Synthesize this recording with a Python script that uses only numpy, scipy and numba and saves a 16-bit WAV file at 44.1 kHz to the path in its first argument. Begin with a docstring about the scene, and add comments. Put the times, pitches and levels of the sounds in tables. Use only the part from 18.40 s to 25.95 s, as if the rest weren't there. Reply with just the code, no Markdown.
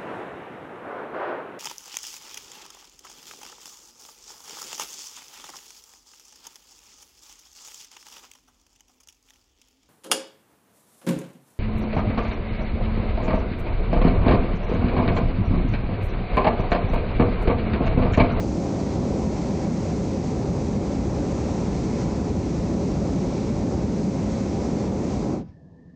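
"""A burner blasts steadily above a balloon basket for 7 s, then its valve shuts with a soft thud and a puff.
The flame roars low and the gas jets hiss high: noise in fluttering bands, cut by the valve opening.
The fabric envelope overhead returns a short echo, a decaying noise tail.
Afterwards only the pilot flame mutters and whistles: shaped noise and an unsteady edge tone.
A small microphone with gain control holds the peaks down."""
import sys
import numpy as np
from scipy import signal
from scipy.fft import rfft, irfft
from scipy.io import wavfile
from scipy.ndimage import uniform_filter1d
from numba import njit

SR = 44100
rng = np.random.default_rng(int(sys.argv[2]) if len(sys.argv) > 2 else 0)


def transcribe(u):
    """Save the signal u as a 16-bit wav file named by the first command-line argument.

    u: samples, shape (n,) or (channels, n), limited to [-1, 1]; the rate is SR.
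    q: integer samples, one column per channel.
    """
    v = np.clip(np.atleast_2d(u).T, -1, 1)
    q = np.round(v * 32767).astype(np.int16)
    wavfile.write(sys.argv[1], SR, q)


N = 332955
TIME_S = np.arange(N) / SR
HZ = np.maximum(np.arange(N // 2 + 1) * SR / N, 1)
VALVE_STARTS_S, VALVE_SHUT_S = 6.93, 7.04


def undb(db):
    """dB to gain."""
    return 10 ** (np.asarray(db) / 20)


def level(x, db):
    """Scale to an rms level over the whole signal."""
    return x * undb(db) / np.sqrt(np.mean(x ** 2))


def curve(table):
    """Table value at every moment, straight between points."""
    return np.interp(TIME_S, *np.transpose(table))


def shape(table):
    """dB at every frequency, straight between points on a log axis."""
    hz, db = np.transpose(table)
    return np.interp(np.log(HZ), np.log(hz), db, left=-120, right=-120)


def noise(gain):
    """Noise with a gain for each frequency."""
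    return irfft(rfft(rng.standard_normal(N)) * gain, N)


def walk(rate_hz):
    """Random levels held 1 / rate_hz seconds and smoothed twice; zero mean, unit spread."""
    hold = int(SR / rate_hz)
    steps = np.repeat(rng.standard_normal(N // hold + 1), hold)[:N]
    smooth = uniform_filter1d(uniform_filter1d(steps, hold), hold)
    return (smooth - smooth.mean()) / smooth.std()


def turbulent(db, shared_db, own_db, rate_hz, lean_db=0, from_hz=250):
    """Half-octave noise bands flutter together and alone; lean_db sets in over two octaves above from_hz."""
    out, shared = 0, walk(rate_hz)
    for hz in 20 * 2 ** np.arange(0, 9.1, .5):
        window = np.cos(np.pi * np.clip(np.log2(HZ / hz), -.5, .5))
        reach = np.clip(np.log2(hz / from_hz) / 2, 0, 1)
        band_db = shared_db * shared + own_db * walk(rate_hz) + reach * lean_db
        out = out + undb(band_db) * noise(undb(db) * window)
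    return level(out, 0)


def whistle():
    """An unsteady edge tone at the pilot nozzle: slow noise and a clear tone on a wavering pitch."""
    # swelling puffs and drifting pitch: (time [s], pitch [Hz], level [dB])
    puffs = [(7.08, 1730, -72), (7.15, 1785, -71), (7.195, 1780, -76), (7.24, 1720, -78), (7.29, 1760, -74),
             (7.33, 1750, -80), (7.39, 1800, -71), (7.43, 1790, -74), (7.45, 1770, -79), (7.5, 1780, -67),
             (7.525, 1790, -74), (7.55, 1790, -73)]
    flutter_db, waver_hz = 0.8, 16
    rise_s, blown_db = 0.11, -11.5
    width_hz, clear_ratio = 150, .8
    s, hz, db = np.transpose(puffs)
    hz = np.interp(TIME_S, s, hz) + waver_hz * walk(13.0)
    db = np.interp(TIME_S, s, db) + flutter_db * walk(15.0)
    # held down while the blast blows across the pilot, freed after the valve shuts
    db = db + blown_db * np.clip(1 - (TIME_S - VALVE_SHUT_S) / rise_s, 0, 1)
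    slow = 1 / (1 + (2 * HZ / width_hz) ** 2)
    phase = 2 * np.pi * np.cumsum(hz) / SR
    breath = level(noise(slow) * np.cos(phase) + noise(slow) * np.sin(phase), 0)
    return undb(db) * level(breath + clear_ratio * np.sin(phase), 0)


def pilot():
    """The small flame that stays lit: a low mutter and a breathy whistle at its nozzle, with the microphone's
    own faint steady hiss beneath."""
    # mutter spectrum: (frequency [Hz], relative density [dB per Hz])
    mutter_shape = [(12, -54), (20, -25), (91, -1.5), (187, -1), (223, -9.5), (261, -2), (327, -14),
                    (410, -16), (456, -15.5), (783, -27), (1050, -34), (1250, -44.5), (1690, -71.5),
                    (2860, -120)]
    # hiss spectrum: (frequency [Hz], relative density [dB per Hz])
    hiss_shape = [(1240, -29.5), (2100, -3), (3610, -2), (4840, -0.5), (6720, -5), (7640, -11.5),
                  (9000, -15.5), (11700, -46), (19800, -120)]
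    mutter = level(turbulent(shape(mutter_shape), 0.5, 2.0, 9.), -49)
    hiss = level(noise(undb(shape(hiss_shape))), -84)
    return mutter + whistle() + hiss


def puff():
    """Gas left in the coil sputters out just after the valve has shut and flares up with a soft thud."""
    # sputter spectrum: (frequency [Hz], relative density [dB per Hz])
    sputter_shape = [(900, -30), (1300, -2), (2400, 2), (3300, -5), (4400, -7), (5400, 1), (5900, -8),
                     (6400, -6), (7400, -30)]
    # low flare-up spectrum: (frequency [Hz], relative density [dB per Hz])
    flare_shape = [(25, -20), (50, 0), (110, -3), (200, -9), (300, -25)]
    puff_s, rise_s, fall_s = 7.095, .025, .035
    thud_s, thud_spread_s = 7.07, 0.029
    flutter_db = 2.5
    sputter = undb(-73) * turbulent(shape(sputter_shape), flutter_db, flutter_db, 60.)
    late_s = TIME_S - puff_s
    rise = np.exp(-(late_s / rise_s) ** 2 / 2)
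    fall = np.exp(-np.abs(late_s) / fall_s)
    swell = np.where(late_s < 0, rise, fall)
    flare = level(noise(undb(shape(flare_shape))), -42.5)
    thud = flare * np.exp(-((TIME_S - thud_s) / thud_spread_s) ** 2 / 2)
    return sputter * swell + thud


def envelope_echo(x):
    """The fabric dome sends the sound back late, smeared and thin: it passes bass and swallows the top."""
    delay_s, t60_s, echo_db, band_hz = .125, .12, -23.5, (950, 4900)  # some 43 m to the crown and back
    t = np.arange(SR // 2) / SR
    tail = rng.standard_normal(len(t)) * undb(-60 * t / t60_s) * (t > delay_s)
    tail = tail * undb(echo_db) / np.sqrt(np.sum(tail ** 2))
    late = signal.fftconvolve(x, tail)[:N]
    return signal.sosfilt(signal.butter(3, band_hz, "band", fs=SR, output="sos"), late)


def valve():
    """Change of roar and jets in dB: jets follow the evenly closing valve, the flame burns out after them."""
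    jet_power, flame_power, burnout_s = 0.82, 1.5, 0.026
    opening = np.clip((VALVE_SHUT_S - TIME_S) / (VALVE_SHUT_S - VALVE_STARTS_S), 0, 1)
    keep = np.exp(-1 / (burnout_s * SR))
    flame = signal.lfilter([1 - keep], [1, -keep], opening ** flame_power, zi=[keep])[0]
    return 20 * np.log10(np.maximum([flame, opening ** jet_power], 1e-3))


def roar(ripple_db, cut_db):
    """Combustion roar: turbulent low noise whose upper body and deep rumble vary on their own."""
    # roar spectrum: (frequency [Hz], relative density [dB per Hz])
    roar_shape = [(12, -49), (20, -17), (59, -1.5), (131, -3.5), (193, -0.5), (406, -8), (471, -12),
                  (547, -12), (635, -17), (779, -17), (1700, -41.5), (2210, -66), (3740, -120)]
    # lean of the upper body: (time [s], relative level [dB])
    body = [(0, -0.5), (.7, 1.5), (1.2, 1.5), (1.7, -0.5), (2.3, -1), (2.8, 0.5), (3.1, 3.5), (3.4, -0.5),
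            (3.65, 1.5), (4.1, -2), (4.45, 1), (4.9, -0.5), (5.5, -2), (6.1, 0.5), (6.9, 0.5)]
    # deep rumble, used against its mean: (time [s], level [dB])
    rumble = [(0, -32), (1.3, -31.5), (2.2, -32), (3.2, -29.5), (4.3, -31.5), (5.2, -32.5), (6.1, -33.5),
              (6.5, -32.5), (6.95, -36)]
    rumble_top_hz = 130
    lean_db = curve(body) + 0.68 * cut_db  # the upper body dies faster
    flame = turbulent(shape(roar_shape) + ripple_db, 0.78, 0.48, 9., lean_db, 220)
    deep = irfft(rfft(flame) / (1 + (HZ / rumble_top_hz) ** 4), N)
    rumble_db = curve(rumble)
    flame = flame + (undb(rumble_db - rumble_db.mean()) - 1) * deep
    return undb(-21.5 + cut_db) * flame


def jets(ripple_db, cut_db):
    """Nozzle hiss: falling pressure slows the gas, so it darkens as it dies."""
    # jet spectrum: (frequency [Hz], relative density [dB per Hz])
    jet_shape = [(760, -34.5), (1300, -4), (1640, -7.5), (2220, -3), (2970, -11), (6010, -5), (7600, -12),
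                 (8240, -19), (9010, -33), (11700, -62), (19800, -120)]
    # gas flow while the valve is open: (time [s], jet level [dB])
    flow = [(0.0, -46), (0.67, -43.5), (1.81, -45.5), (2.75, -45), (3.05, -43), (3.48, -44.5), (3.6, -42),
            (3.82, -45.5), (4.7, -44), (5.5, -45.5), (6.2, -44), (6.44, -44.5), (6.5, -47.5), (6.76, -45),
            (6.9, -48)]
    hiss = turbulent(shape(jet_shape) + ripple_db, 0.25, 0.45, 14., 0.99 * cut_db, 2200)
    return undb(curve(flow) + cut_db) * hiss


def burner():
    """Roar and jets, both cut by the valve and rippled by nearby reflections."""
    # reflections off basket and burner frame: (frequency [Hz], width [Hz], ripple [dB])
    ripples = [(194, 50, 2), (376.6, 30, -2.5), (418, 50, 2.5), (465, 46, -3), (556, 73, 2.5),
               (650, 55, -1.5), (880, 78, -2), (975, 58, 3), (1310, 70, 2), (1390, 90, -1),
               (1790, 120, 1.1), (2580, 110, 1.5), (3480, 300, -0.9), (4200, 170, 1.4), (5300, 600, -1),
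               (6740, 250, 1.1)]
    roar_cut_db, jet_cut_db = valve()
    ripple_db = sum(db / (1 + (2 * (HZ - hz) / width_hz) ** 2) for hz, width_hz, db in ripples)
    return roar(ripple_db, roar_cut_db) + jets(ripple_db, jet_cut_db)


def scene():
    """Burner, its echo, the last puff and the pilot."""
    blast = burner()
    return (blast + envelope_echo(blast) + puff() + pilot())[None]


@njit
def follow(x, attack, release):
    """Level follower, quick up and slow down."""
    e, y = np.abs(x[:2000]).mean(), np.empty(len(x))
    for i in range(len(x)):
        e += (abs(x[i]) - e) * (attack if abs(x[i]) > e else release)
        y[i] = e
    return y


def record(dry):
    """Gain control leans on loud swells, peaks round off; the deepest bass and the top are cut."""
    bass_cut_hz, top_hz = 42, 9170
    limit_db, limit_ratio, attack_s, release_s = -24.5, 1.914, 0.0022, 0.054
    makeup_db, round_db = 1.42, -8  # peaks round off towards round_db
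    dry = signal.sosfilt(signal.butter(2, bass_cut_hz, "high", fs=SR, output="sos"), dry)
    loudness = follow(dry[0], 1 / (attack_s * SR), 1 / (release_s * SR))
    gain = (undb(limit_db) / np.maximum(loudness, undb(limit_db))) ** (1 - 1 / limit_ratio)
    rounded = undb(round_db) * np.tanh(undb(makeup_db - round_db) * dry * gain)
    return signal.sosfilt(signal.ellip(8, .2, 70, top_hz, fs=SR, output="sos"), rounded)


dry = scene()
out = record(dry)
transcribe(out)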